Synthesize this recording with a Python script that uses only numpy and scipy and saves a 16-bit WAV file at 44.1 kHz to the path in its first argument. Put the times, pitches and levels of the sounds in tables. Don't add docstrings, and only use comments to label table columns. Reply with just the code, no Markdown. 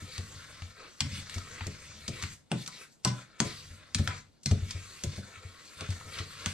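import sys
import numpy as np
from scipy import signal
from scipy.fft import rfft, irfft, next_fast_len
from scipy.io import wavfile

SR = 44100
rng = np.random.default_rng(int(sys.argv[2]) if len(sys.argv) > 2 else 0)


def transcribe(u):
    v = np.clip(np.atleast_2d(u).T, -1, 1)
    q = np.round(v * 32767).astype(np.int16)
    wavfile.write(sys.argv[1], SR, q)


N = 287973
TIME = np.arange(N) / SR


def from_db(db):
    return 10 ** (np.asarray(db) / 20)


def rms_one(x):
    return x / np.sqrt(np.mean(x ** 2) + 1e-20)


def at_hz(points, hz):
    f, value = np.transpose(points)
    return np.interp(np.log(np.maximum(hz, 1)), np.log(f), value)


def band(x, low_hz, high_hz):
    edges_hz = [low_hz, min(high_hz, SR / 2 - 500)]
    return signal.sosfilt(signal.butter(2, edges_hz, "band", fs=SR, output="sos"), x)


def coloured(x, spectrum):
    size = next_fast_len(N)
    gain = from_db(at_hz(spectrum, np.fft.rfftfreq(size, 1 / SR)))
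    return rms_one(irfft(rfft(x, size) * gain, size)[..., :N])


def drift(rate_hz):
    return np.interp(TIME * rate_hz, np.arange(4000), rng.standard_normal(4000))


def add(track, s, sound):
    start = int(np.clip(round(s * SR), 0, N - 1))
    track[start:start + len(sound)] += sound[:N - start]


def ring(push, hz, t60_s):
    r = from_db(-60 / (t60_s * SR))
    w = 2 * np.pi * hz / SR
    return signal.lfilter([0, np.sin(w)], [1, -2 * r * np.cos(w), r * r], push + 1e-18)


def grains(per_s, spread_db, size=N):
    born = rng.random(size) < per_s / SR
    sign = rng.choice([-1, 1], size)
    return born * sign * from_db(spread_db * np.minimum(rng.exponential(1, size), 5))


def struck(modes, times_s, levels_db, scatter_db):
    out = np.zeros(N)
    at = np.clip(np.round(times_s * SR).astype(int), 0, N - 1)
    strengths_db = levels_db + scatter_db * rng.standard_normal((len(at), len(modes)))
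    for k, (hz, db, t60_s) in enumerate(modes):
        pushes = np.zeros(N)
        pushes[at] = (-1) ** k * from_db(db + strengths_db[:, k])
        out += ring(pushes, hz, t60_s)
    return out


def favour(hz, spot_hz, db_per_octave):
    return -db_per_octave * np.abs(np.log2(hz / spot_hz))


# f/Hz, relative level/dB
QUIET_SPECTRUM = [(25, -7), (90, 1), (200, 4), (400, -6), (900, -11.5), (2000, -38), (5000, -31),
                  (9000, -42), (16000, -44.5)]


def quiet_kitchen():
    shared = rng.standard_normal(N)
    separate = rng.standard_normal((2, N))
    return from_db(-66.5) * coloured(shared + 2.8 * separate, QUIET_SPECTRUM)


KITCHEN_T60_S, KITCHEN_TREBLE_T60_S = 0.28, 0.054
# f/Hz, likeness/0-1
LIKENESS = [(100, 1), (400, 0.42), (1000, 0.07), (2500, 0.11), (5000, 0.14), (15000, 1)]


def reflections(pot_db, pot_t60_s, room_db):
    t = TIME[:2 ** 14]
    alike = np.clip(at_hz(LIKENESS, np.fft.rfftfreq(len(t), 1 / SR)), 0, 1)
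    mid, side = rfft(rng.standard_normal((2, len(t)))) / np.sqrt(SR)
    pair = irfft(np.sqrt((1 + alike) / 2) * mid + np.sqrt((1 - alike) / 2) * side * [[1], [-1]])
    dull = signal.lfilter(*signal.butter(1, 6000, fs=SR), pair)

    def dying(t60_s):
        return np.sqrt(2 * np.log(1000) / t60_s) * np.exp(-np.log(1000) * t / t60_s)

    tail = dull * dying(KITCHEN_T60_S) + (pair - dull) * dying(KITCHEN_TREBLE_T60_S)
    onset = np.minimum(t / 0.0016, 1)
    return (from_db(pot_db) * pair * dying(pot_t60_s) + from_db(room_db) * tail) * onset


LEFT_LAG_SAMPLES, TURNS_PER_S = 2, 1.5


def placed(x, left_db, pot_db, pot_t60_s, room_db, count):
    out = np.array([np.pad(x, (LEFT_LAG_SAMPLES, 0))[:N], x])
    spot = TIME * TURNS_PER_S * count
    for k in range(count):
        share = np.interp(spot, np.arange(count), np.arange(count) == k, period=count)
        response = reflections(pot_db, pot_t60_s, room_db)
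        out = out + signal.oaconvolve((x * np.sqrt(share))[None], response, axes=1)[:, :N]
    return out * from_db([[left_db / 2], [-left_db / 2]])


ROCKING_HZ = 91.8
# t/s, then relative level/dB of rocking, bottom, clap
KNOCKS = [(.021, -47, -45.5, -82), (.184, -38, -48.5, -56), (.359, -52, -57, -73),
          (.619, -41.5, -50.5, -79), (1.009, -40, -35.5, -66), (1.044, -43.5, -35, -67),
          (1.119, -44.5, -41, -80), (1.179, -42, -48, -72), (1.362, -37.5, -40.5, -54),
          (1.612, -41.5, -48, -75), (1.666, -42, -37.5, -53), (2.082, -45, -36.5, -50),
          (2.231, -41, -41, -63), (2.515, -53, -31, -44.5), (2.539, -53, -28.5, -57),
          (2.568, -72, -36.5, -75), (2.675, -80, -50.5, -74), (2.739, -88, -56.5, -78),
          (3.051, -45.5, -24, -48), (3.074, -62, -37, -55.5), (3.099, -67, -37, -62),
          (3.403, -58, -25, -42), (3.447, -46, -33.5, -46), (3.649, -59, -74, -72),
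          (3.707, -47.5, -70, -77), (3.951, -37, -33.5, -63), (3.993, -30, -31, -49.5),
          (4.077, -37, -46, -56), (4.458, -43.5, -30.5, -55.5), (4.511, -23.5, -27.5, -42),
          (4.623, -35, -68, -64.5), (4.748, -38, -57, -60), (5.039, -41, -41, -52.5),
          (5.066, -34.5, -40.5, -75), (5.177, -43.5, -39.5, -53), (5.37, -55.5, -74, -82),
          (5.448, -44.5, -73, -83), (5.812, -48.5, -43, -49.5), (5.89, -35, -65, -67),
          (6.057, -50, -52.5, -70), (6.2, -41, -47.5, -55.5), (6.463, -37.5, -43, -59.5)]


def rocking(rise_s, t60_s):
    out, t = np.zeros(N), TIME[:SR // 2]
    envelope = (1 - np.exp(-t / rise_s)) * np.exp(-np.log(1000) * t / t60_s)
    bounce = envelope * np.sin(2 * np.pi * ROCKING_HZ * t)
    for s, db, _, _ in KNOCKS:
        add(out, s, from_db(db + 14.5) * bounce)
    return out


# f/Hz, relative level/dB, t60/s
BOTTOM_MODES = [(122.3, -7, 0.28), (142.9, -3.5, 0.3), (185, 5.5, 0.075), (191, 2, 0.13), (219, -3.5, 0.15),
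                (268.6, -6, 0.1), (286.2, -4.5, 0.07)]


def bottom_thuds():
    knock_s, _, bottom_db, _ = np.transpose(KNOCKS)
    return band(struck(BOTTOM_MODES, knock_s, bottom_db[:, None] - 0.5, scatter_db=3.5), 76, 600)


# f/Hz, relative level/dB, t60/s
CLAP_MODES = [(348.7, 4.5, 0.12), (387, 0, 0.052), (426.3, 0.5, 0.14), (468.4, -2, 0.16), (516, -1.5, 0.11),
              (571.6, -2.5, 0.099), (614.3, -4.5, 0.092), (679, -6.5, 0.16), (714, -9.5, 0.12),
              (832, -12, 0.097)]


def base_claps():
    knock_s, _, _, clap_db = np.transpose(KNOCKS)
    return band(struck(CLAP_MODES, knock_s, clap_db[:, None] + 2.5, scatter_db=3.5), 190, 1700)


SWEEP_ATTACK_S, SETTLE_DB_PER_S = 0.0053, 284


def sweeping(start_s, end_s):
    attack = np.clip((TIME - start_s) / SWEEP_ATTACK_S, 0, 1)
    return attack * from_db(-SETTLE_DB_PER_S * np.maximum(TIME - end_s, 0))


JUDDER_DB, JUDDER_DB_PER_S = -6.5, 122
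# start t/s, end t/s, relative start level/dB, relative end level/dB,
# loose sugar/dB (more hiss, less rasp), relative drag level on the pot/dB
SWEEPS = [(0, 0.707, -53.5, -58.5, 0, -59), (.7, 1, -67, -58.5, 1, -72), (1.04, 2.07, -52, -54, 0, -55.5),
          (2.085, 2.328, -62, -54.5, 3, -54), (2.532, 2.823, -62.5, -57, 4, -72),
          (3.037, 3.224, -56.5, -56.5, -1, -72), (3.44, 3.755, -49, -59, 1.5, -56),
          (3.76, 3.938, -66, -64, -2.5, -68), (3.95, 4.183, -54.5, -52.5, -1, -56),
          (4.466, 5.195, -55, -53, 0.5, -64), (5.22, 5.742, -57, -58, -1, -79),
          (5.766, 6.53, -54, -50.5, 0, -55.5)]


def dragging():
    power = sum((sweeping(start_s, end_s) * from_db(drag_db)) ** 2
                for start_s, end_s, _, _, _, drag_db in SWEEPS)
    judder_fall_db = JUDDER_DB_PER_S * TIME[:SR // 2]
    for s, rocking_db, _, _ in KNOCKS:
        add(power, s, from_db(rocking_db + JUDDER_DB - judder_fall_db) ** 2)
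    slips = grains(830, spread_db=3.5)
    modes = [(ROCKING_HZ, 11, 0.11)] + BOTTOM_MODES
    hum = sum((-1) ** k * from_db(db) * ring(slips, hz, t60_s) for k, (hz, db, t60_s) in enumerate(modes))
    return np.sqrt(power) * rms_one(hum)


# f/Hz, relative level/dB, t60/s
WALL_MODES = [(598, -4, .1), (760, -3, .13), (992, 0, .15), (1012, -4, .19), (1170, -8, .13),
              (1335, -7, .17), (1497, -4, .18), (1658, -5, .12), (1870, -4, .1), (1990, -5, .1),
              (2085, 0, .17), (2379, -5, .1)]
# t/s, relative level/dB, favoured f/Hz
TAPS = [(1.008, -46.5, 1870), (2.238, -50.5, 1930), (2.515, -41.5, 695), (2.678, -54, 1160),
        (3.051, -35.5, 1043), (3.075, -58, 2000), (3.403, -41.5, 970), (4.076, -44.5, 1500),
        (4.103, -44.5, 1380), (4.458, -47.5, 2110), (5.036, -48.5, 2400), (6.461, -45, 1430)]


def wall_rings():
    tap_s, tap_db, spot_hz = np.transpose(TAPS)
    answer_db = favour(np.array(WALL_MODES)[:, 0], spot_hz[:, None], db_per_octave=7.5)
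    return struck(WALL_MODES, tap_s, tap_db[:, None] + 0.5 + answer_db, scatter_db=3.2)


def wood_clunks(level_db, fall_s, width):
    out, t = np.zeros(N), TIME[:SR // 8]
    for s, db, hz in TAPS:
        rattle = rng.standard_normal(len(t)) * np.exp(-t / fall_s)
        sound = band(rattle, hz / (1 + width), hz * (1 + width))
        add(out, s, from_db(db + level_db) * sound / np.abs(sound).max())
    return out


# low f/Hz, high f/Hz
CRUNCH_BANDS = [(900, 2200), (2200, 3800), (3800, 6300), (6300, 8600)]
# t/s, burst fall time/s, level/dB, favoured f/Hz, loss away from it/(dB/octave)
CRUNCHES = [(0.18, .0018, -42, 5600, 5), (0.621, 0.0018, -47, 1900, 5), (1.0058, 0.0025, -26.5, 3900, 6.5),
            (1.2965, 0.00075, -47, 4500, 1), (1.342, 0.006, -45, 7000, 5),
            (1.3815, 0.0039, -45.5, 4970, 3.5), (1.6086, 0.0026, -37, 1700, 12.5),
            (1.668, 0.0023, -39.5, 6500, 11), (2.0798, 0.0059, -36.5, 5130, 6),
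            (2.225, 0.0028, -39, 4600, 2.5), (2.237, 0.00097, -40, 1680, 2.5),
            (2.5164, 0.00062, -36, 3200, 2.5), (2.662, .0031, -44, 5460, 7),
            (2.6766, 0.0019, -37.5, 5800, 11.5), (3.049, 0.0019, -23, 5560, 12),
            (3.073, 0.014, -33, 4360, 11), (3.4024, 0.00062, -25.5, 7440, 3),
            (3.9471, 0.003, -27, 5500, 6.5), (3.986, .012, -43, 3500, 0), (4.075, 0.0017, -30, 1800, 5),
            (4.433, 0.0067, -49.5, 8000, 11), (4.4596, 0.003, -25.5, 5250, 20.5),
            (4.512, 0.0044, -39.5, 5460, 3.5), (4.7082, 0.0052, -37.5, 4800, 6.5),
            (5.0365, 0.0042, -34, 7100, 9.5), (5.8086, 0.0018, -39.5, 3480, 7),
            (5.9042, 0.0018, -42, 6000, 14), (6.011, .0014, -48.5, 1400, 15),
            (6.186, .0073, -37, 3300, 8.5), (6.4599, 0.00053, -31.5, 5930, 3)]


def crunches(rise_share, grit_db, grit_s, load_db, load_s, sparkle_db, sparkle_top_db):
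    out, lead_s = np.zeros(N), .02
    t = TIME[:SR // 8] - lead_s
    before = t < 0
    times_s, falls_s, peak_db, spot_hz, loss = np.transpose(CRUNCHES)
    levels_db = [peak_db + favour(np.sqrt(low * high), spot_hz, loss) for low, high in CRUNCH_BANDS]
    finest_db = np.minimum(levels_db[-1] + sparkle_db, sparkle_top_db)
    burst = np.exp(-np.abs(t) / (falls_s[:, None] * np.where(before, rise_share, 1)))
    grinding = from_db(np.where(before, load_db, grit_db)) * np.exp(-np.abs(t) / np.where(before, load_s, grit_s))
    for (low, high), band_db in zip(CRUNCH_BANDS + [(8500, 12100)], levels_db + [finest_db]):
        cracks = rng.standard_normal(burst.shape) * (burst + grinding)
        sounds = band(band(cracks, low, high), low * 0.65, high * 1.63)
        for s, db, sound in zip(times_s, band_db, sounds):
            rms = np.sqrt(np.sum(sound ** 2) / (0.0074 * SR))
            add(out, s - lead_s, from_db(db) * sound / rms)
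    return out


def wandering(x, depth_db, rate_hz):
    size = next_fast_len(N)
    spectrum, hz = rfft(x, size), np.fft.rfftfreq(size, 1 / SR)
    out = np.zeros(N)
    centres_hz = np.geomspace(900, 9000, 10)
    for centre_hz in centres_hz:
        weight = np.interp(hz, centres_hz, centres_hz == centre_hz)
        part = irfft(spectrum * weight, size)[:N]
        out += part * from_db(depth_db * drift(rate_hz))
    return out


def crumbs(per_s, t60_s):
    pitches_hz = np.geomspace(1200, 8000, 10)
    snaps = [grains(per_s / len(pitches_hz), spread_db=0.8) for _ in pitches_hz]
    return rms_one(sum(ring(clicks, hz, t60_s) for clicks, hz in zip(snaps, pitches_hz)))


TRICKLE_DB = -77.5
# t/s, half length/s, relative level/dB, favoured f/Hz
PUSHES = [(0.161, .04, -46, 2900), (0.278, .04, -54, 7000), (.385, 0.038, -50.5, 1410),
          (0.533, 0.1, -49.5, 2000), (0.82, 0.039, -46.5, 1600), (0.893, 0.031, -56.5, 2960),
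          (1.17, 0.041, -43, 3500), (1.354, .03, -46.5, 4500), (1.593, 0.087, -46.5, 1940),
          (2.194, 0.065, -41.5, 2550), (2.337, .02, -54.5, 4800), (2.609, .03, -45.5, 4400),
          (2.753, 0.033, -51, 3540), (2.817, 0.032, -50.5, 1490), (2.927, 0.019, -64, 8000),
          (3.195, 0.015, -50, 1800), (3.352, 0.14, -54, 1250), (3.497, 0.043, -47.5, 3500),
          (3.815, 0.03, -49.5, 1250), (4.092, .045, -46.5, 2170), (4.705, 0.031, -49, 3830),
          (4.964, .03, -56, 1500), (5.358, 0.028, -49.5, 1790), (5.662, 0.045, -54, 4970),
          (5.825, 0.063, -45, 2470), (5.923, 0.032, -46.5, 2560), (6.176, .045, -41, 2590),
          (6.414, .04, -44, 2300), (6.502, 0.024, -45, 5390)]


def effort_db(hz, sugar_share, sweep_db):
    power = from_db(TRICKLE_DB) ** 2
    for start_s, end_s, start_db, end_db, sugar_db, _ in SWEEPS:
        slope_db = np.interp(TIME, [start_s, end_s], [start_db, end_db])
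        db = slope_db + sugar_share * sugar_db + sweep_db
        power = power + (sweeping(start_s, end_s) * from_db(db)) ** 2
    for s, half_s, db, spot_hz in PUSHES:
        near = np.abs(TIME - s) < 4 * half_s
        bell = np.exp(-((TIME[near] - s) / half_s) ** 2)
        power[near] += from_db(db + favour(hz, spot_hz, db_per_octave=9.5)) ** 2 * bell
    return 10 * np.log10(power)


RASP_HZ, RUB_HZ, HISS_HZ = 1600, 3440, 6500
SNAP_DB = -14
# f/Hz, relative level/dB
RASP_SPECTRUM = [(250, -13), (500, -2.5), (850, -14.5), (1250, 0), (1950, -4), (2600, -5.5), (3600, -31),
                 (7000, -42.5), (15000, -58)]
RUB_SPECTRUM = [(900, -40), (1900, 0.5), (2700, -3.5), (3800, 1.5), (4700, -1), (6000, -14), (8000, -12),
                (15000, -34)]
HISS_SPECTRUM = [(2500, -19.5), (4500, -2), (6000, -1.5), (7800, -0.5), (9500, -8), (12000, -11),
                 (14000, -19.5), (15500, -52)]


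def stirring():
    rasp_db = effort_db(RASP_HZ, sugar_share=-1.9, sweep_db=0.1)
    rub_db = effort_db(RUB_HZ, sugar_share=0, sweep_db=-1.5)
    hiss_db = effort_db(HISS_HZ, sugar_share=1, sweep_db=-2.46)
    slips = drift(110)
    rasp = coloured(grains(4000, spread_db=3.0) * from_db(1.8 * slips), RASP_SPECTRUM)
    rub = coloured(grains(8000, spread_db=3.0) * from_db(0.67 * slips), RUB_SPECTRUM)
    flow = from_db(.5 * (hiss_db - hiss_db.max()))
    sliding = grains(24000 * flow, spread_db=-1.0) / np.sqrt(flow)
    hiss = coloured(sliding * from_db(1.0 * slips), HISS_SPECTRUM)
    mix = rasp * from_db(rasp_db - 4.5) + rub * from_db(rub_db - 2.0) + hiss * from_db(hiss_db)
    snaps = crumbs(per_s=91, t60_s=0.007) * from_db((rasp_db + rub_db) / 2 + SNAP_DB)
    return wandering(mix, depth_db=3.0, rate_hz=22) + snaps


def scene():
    sway = rocking(rise_s=0.0067, t60_s=0.15) + dragging()
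    bottom = bottom_thuds()
    clap = base_claps()
    wall = wall_rings()
    wood = wood_clunks(level_db=10.5, fall_s=0.0064, width=0.22)
    crunch = crunches(rise_share=0.15, grit_db=-29.0, grit_s=0.032, load_db=-29, load_s=0.0063,
                      sparkle_db=-10.5, sparkle_top_db=-46)
    return (quiet_kitchen()
            + sway * from_db([[1.2], [-1.2]])
            + placed(bottom, left_db=1.5, pot_db=-23.0, pot_t60_s=0.18, room_db=-6.0, count=3)
            + placed(clap + wall + wood, left_db=1.8, pot_db=-16.5, pot_t60_s=0.048, room_db=-1.5, count=3)
            + placed(crunch, left_db=3.0, pot_db=-9.5, pot_t60_s=0.0093, room_db=-4.5, count=4)
            + placed(stirring(), left_db=2.5, pot_db=-7.5, pot_t60_s=0.022, room_db=-6.5, count=6))


CUTOFF_HZ = 15400


def record(dry):
    left = signal.filtfilt(*signal.butter(2, 11000, fs=SR), dry[0])
    return signal.sosfilt(signal.ellip(10, .1, 80, CUTOFF_HZ, fs=SR, output="sos"), [left, dry[1]])


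dry = scene()
out = record(dry)
transcribe(out)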